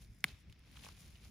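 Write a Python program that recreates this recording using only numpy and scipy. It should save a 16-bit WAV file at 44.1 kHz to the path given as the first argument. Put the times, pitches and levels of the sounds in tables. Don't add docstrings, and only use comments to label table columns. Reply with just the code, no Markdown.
import sys
import numpy as np
from scipy import signal
from scipy.fft import rfft, irfft
from scipy.io import wavfile
from scipy.ndimage import uniform_filter1d

SR = 44100
rng = np.random.default_rng(int(sys.argv[2]) if len(sys.argv) > 2 else 0)


def file_out(sig):
    cols = np.atleast_2d(sig).T
    lim = np.clip(cols, -1, 1)
    pcm = np.round(lim * 32767).astype(np.int16)
    wavfile.write(sys.argv[1], SR, pcm)


N = 57330
TIME = np.arange(N) / SR
BIN_HZ = np.maximum(np.arange(N // 2 + 1) * SR / N, 1)

# pitch_hz, level_db
RUMBLE_COLOUR = [(25, -41), (38, -4), (56, 10), (80, 3), (110, -6), (160, -27)]
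# peak_s, level_db, half_length_s
PUFFS = [(0.035, -58.5, 0.025), (.105, -53.5, 0.017), (.335, -52, 0.01), (0.488, -54, 0.021),
         (0.606, -62, 0.0092), (0.78, -58.5, .02), (0.92, -63.5, 0.041), (1.077, -60.5, 0.035),
         (1.142, -57.5, 0.015), (1.259, -59, 0.033)]
# pitch_hz, level_db
AIR_COLOUR = [(250, 2), (600, -3), (1100, -6.5), (1650, -2), (2250, 3), (3000, -7), (3600, -4), (4300, -13),
              (5200, -1), (7000, -19), (15000, -20.5)]
# time_s, level_db
MOVEMENT_LEVELS = [(0, -63), (.2, -67.5), (.28, -58.5), (.42, -71), (.485, -59.5), (.55, -71), (.8, -61),
                   (.95, -65), (1.05, -61), (1.17, -66.5), (1.3, -61)]
# pitch_hz, level_db
MOVEMENT_COLOUR = [(60, -7), (115, 1.5), (190, -2), (260, -10), (400, -18), (700, -33), (1500, -38)]
# time_s, level_db
BRUSH_LEVELS = [(0, -79), (.025, -65), (.08, -105), (.22, -92), (.27, -63), (.295, -59), (.33, -68),
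                (.44, -80), (.63, -75.5), (.73, -68.5), (.775, -67), (.825, -63.5), (.852, -62),
                (.878, -64), (.898, -62.5), (.95, -70), (1.01, -67), (1.19, -72), (1.255, -64.5),
                (1.3, -73)]
# pitch_hz, level_db
BRUSH_COLOUR = [(250, -7.5), (600, -1), (1300, -3), (2600, 3), (4400, -1), (6500, -11.5), (8400, -35),
                (16000, -29)]
# time_s, level_db
SLIDE_LEVELS = [(0, -70), (.02, -64.5), (.09, -83), (.13, -77.5), (.23, -79.5), (.265, -65.5), (.3, -67.5),
                (.37, -82.5), (.41, -73), (.455, -101), (.51, -77.5), (.56, -94), (.67, -77), (.77, -68.5),
                (.86, -62.5), (.95, -72.5), (1.01, -63), (1.19, -74.5), (1.25, -66), (1.3, -71.5)]
# pitch_hz, level_db
FINE_HISS_COLOUR = [(3000, -5), (5500, 1), (7300, 0), (8400, -12.5), (9400, 2.5), (10300, 3.5), (11200, -3),
                    (12200, -15), (13600, 0.5), (15000, -11), (16000, -23)]
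# start_s, level_db, pitch_hz, fade_s (time to fall by 60 dB)
TICKS = [(0.0464, -57.5, 3970, 0.011), (0.1475, -62.5, 9300, 0.0098), (0.187, -58, 10000, 0.0066),
         (.2055, -53, 6600, 0.0077), (0.2822, -44, 3940, 0.008), (0.2867, -50.5, 4000, .015),
         (0.316, -61, 2320, 0.016), (0.4976, -55, 2380, 0.013), (0.498, -60.5, 9900, 0.01),
         (0.5248, -53.5, 3320, 0.019), (0.525, -64, 9550, 0.01), (0.592, -64, 10000, 0.014),
         (0.7148, -60, 9500, 0.016), (0.757, -57, 1120, 0.015), (.765, -52.5, 3220, 0.022),
         (0.7691, -50, 2860, 0.023), (.793, -55.5, 3300, 0.016), (0.7724, -55, 1260, 0.023),
         (0.8364, -47.5, 2480, 0.018), (0.8421, -48, 2650, .016), (0.8465, -53.5, 655, 0.029),
         (0.8471, -48.5, 5600, 0.019), (0.8578, -44.5, 2680, 0.015), (0.865, -45, 900, 0.015),
         (0.8672, -50, 647, 0.028), (0.888, -46.5, 1210, 0.017), (0.886, -46, 4950, 0.011),
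         (.9895, -71, 9500, .015), (0.996, -58, 9600, 0.019), (1.054, -66, 696, 0.023),
         (1.155, -57.5, 3030, 0.035), (1.164, -58, 2590, 0.015), (1.248, -56.5, 4500, 0.019)]
# pitch_hz, level_db, fade_s, left_over_right_db
STALK_TONES = [(740, -41, .03, 0), (1090, -37.5, .018, 1), (1370, -31.5, .01, -3), (2150, -14.4, .008, -1),
               (3550, -17.2, .0024, 7), (5100, -21.5, .0024, 5), (7330, -27.5, .0033, -1),
               (10400, -20.5, .002, -1), (13600, -30, .0013, 3)]
# pitch_hz, level_db
SCATTER_COLOUR = [(380, -7), (700, -19), (1200, 12.5), (2300, 6), (4500, 2), (6300, -15), (8600, -18),
                  (10300, 7), (12200, -8), (14000, -2), (16000, -16)]
# pitch_hz, level_db
TAIL_COLOUR = [(300, -17), (1200, -3.5), (2300, 6), (3000, -0.5), (3650, 4.5), (4400, -12), (7000, -8.5),
               (15000, -18)]
# pitch_hz, likeness (1 = same, 0 = unrelated)
LIKENESS = [(60, 1), (130, 0.91), (290, 0.78), (640, 0.53), (1400, 0.78), (3100, 0.4), (6800, 0.49),
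            (10000, -0.011), (15000, 0.078)]
# pitch_hz, left_over_right_db
BALANCE = [(200, 0.5), (1300, 0), (2400, -1), (4200, 4), (8000, 0)]


def from_db(db):
    return 10 ** (np.asarray(db) / 20)


def unit_power(sound):
    return sound / np.sqrt(np.mean(sound ** 2) + 1e-20)


def level(points):
    return from_db(np.interp(TIME, *np.transpose(points)))


def across_hz(points):
    hz, value = np.transpose(points)
    return np.interp(np.log(BIN_HZ), np.log(hz), value)


def pan(left_over_right_db):
    return from_db(np.array([[1], [-1]]) * left_over_right_db / 2)


def coloured(gain, source=None):
    shared, side = rfft(rng.standard_normal((2, N)) if source is None else source)
    alike = np.clip(across_hz(LIKENESS), -.99, .99)
    pair = np.sqrt(1 + alike) * shared + np.sqrt(1 - alike) * side * [[1], [-1]]
    return unit_power(irfft(pair * gain * pan(across_hz(BALANCE)), N))


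def noise(colour, source=None, edge_db_per_octave=24):
    octaves_outside = np.abs(np.log2(BIN_HZ / np.clip(BIN_HZ, colour[0][0], colour[-1][0])))
    return coloured(from_db(across_hz(colour) - edge_db_per_octave * octaves_outside), source)


def steadied(sound, samples):
    return sound / np.sqrt(uniform_filter1d(np.mean(sound ** 2, axis=0), samples) + 1e-12)


def burst(start_s, rise_s, fade_s):
    age = np.maximum(TIME - start_s, 0)
    return (1 - np.exp(-age / rise_s)) * np.exp(-np.log(1000) * age / fade_s)


def breeze(rumble_db=-65.5, hiss_db=-75):
    puffs = sum(from_db(db) * np.exp(-((TIME - peak_s) / half_s) ** 2) for peak_s, db, half_s in PUFFS)
    rumble = (from_db(rumble_db) + puffs) * steadied(noise(RUMBLE_COLOUR), samples=1024)
    return rumble + from_db(hiss_db) * noise(AIR_COLOUR)


def movement():
    return level(MOVEMENT_LEVELS) * steadied(noise(MOVEMENT_COLOUR), samples=2048)


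def friction(clicks_per_s=1000, spread_db=4.5, click_share=0.61):
    sizes = from_db(spread_db * np.minimum(rng.exponential(1, N), 3))
    catches = rng.random(N) < clicks_per_s / SR
    clicks = unit_power(catches * sizes * rng.choice([-1, 1], (2, N)))
    hiss = rng.standard_normal((2, N))
    return np.sqrt(click_share) * clicks + np.sqrt(1 - click_share) * hiss


def leaves():
    brushing = level(BRUSH_LEVELS) * noise(BRUSH_COLOUR, friction())
    sliding = level(SLIDE_LEVELS) * noise(FINE_HISS_COLOUR, friction())
    return brushing + sliding


def crunch(start_s, level_db, pitch_hz, fade_s, rise_s=0.00042):
    width = 0.22
    band = 1 / np.hypot(1, (BIN_HZ / pitch_hz - pitch_hz / BIN_HZ) / width)
    return from_db(level_db) * burst(start_s, rise_s, fade_s) * steadied(coloured(band), samples=128)


def ticks():
    return sum(crunch(*row) for row in TICKS)


def tear():
    return crunch(start_s=.2409, level_db=-28, pitch_hz=10000, fade_s=.004)


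def snap(start_s=.2415, right_delay_s=.000033, low_cut_hz=800, noise_rise_s=0.00096):
    age = np.maximum(TIME - start_s - np.array([[0], [right_delay_s]]), 0)
    ring = np.zeros((2, N))
    for k, (pitch_hz, level_db, fade_s, side_db) in enumerate(STALK_TONES):
        tone = np.sin(2 * np.pi * pitch_hz * age) * np.exp(-np.log(1000) * age / fade_s)
        ring += (-1) ** k * pan(side_db) * from_db(level_db) * tone
    low_cut = signal.butter(2, low_cut_hz, "high", fs=SR, output="sos")
    direct = signal.sosfilt(low_cut, ring + 1e-18)
    bright_noise = steadied(noise(SCATTER_COLOUR), samples=64)
    scatter = from_db(-24.5) * burst(start_s, noise_rise_s, fade_s=.016) * bright_noise
    tail = from_db(-63) * burst(start_s, noise_rise_s, fade_s=0.64) * noise(TAIL_COLOUR)
    return direct + scatter + tail


def thud(start_s=.2435, level_db=-38.5, start_hz=585, end_hz=137, sink_s=0.0029):
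    age = np.maximum(TIME - start_s, 0)
    pitch_hz = end_hz + (start_hz - end_hz) * np.exp(-age / sink_s)
    tone = np.sin(2 * np.pi * np.cumsum(pitch_hz * (TIME > start_s)) / SR)
    return from_db(level_db) * burst(start_s, rise_s=0.0017, fade_s=0.061) * tone


def scene():
    return breeze() + movement() + leaves() + ticks() + tear() + snap() + thud()


def record(dry):
    cutoff_hz = 15800
    return signal.sosfilt(signal.ellip(10, .1, 70, cutoff_hz, fs=SR, output="sos"), dry)


dry = scene()
out = record(dry)
file_out(out)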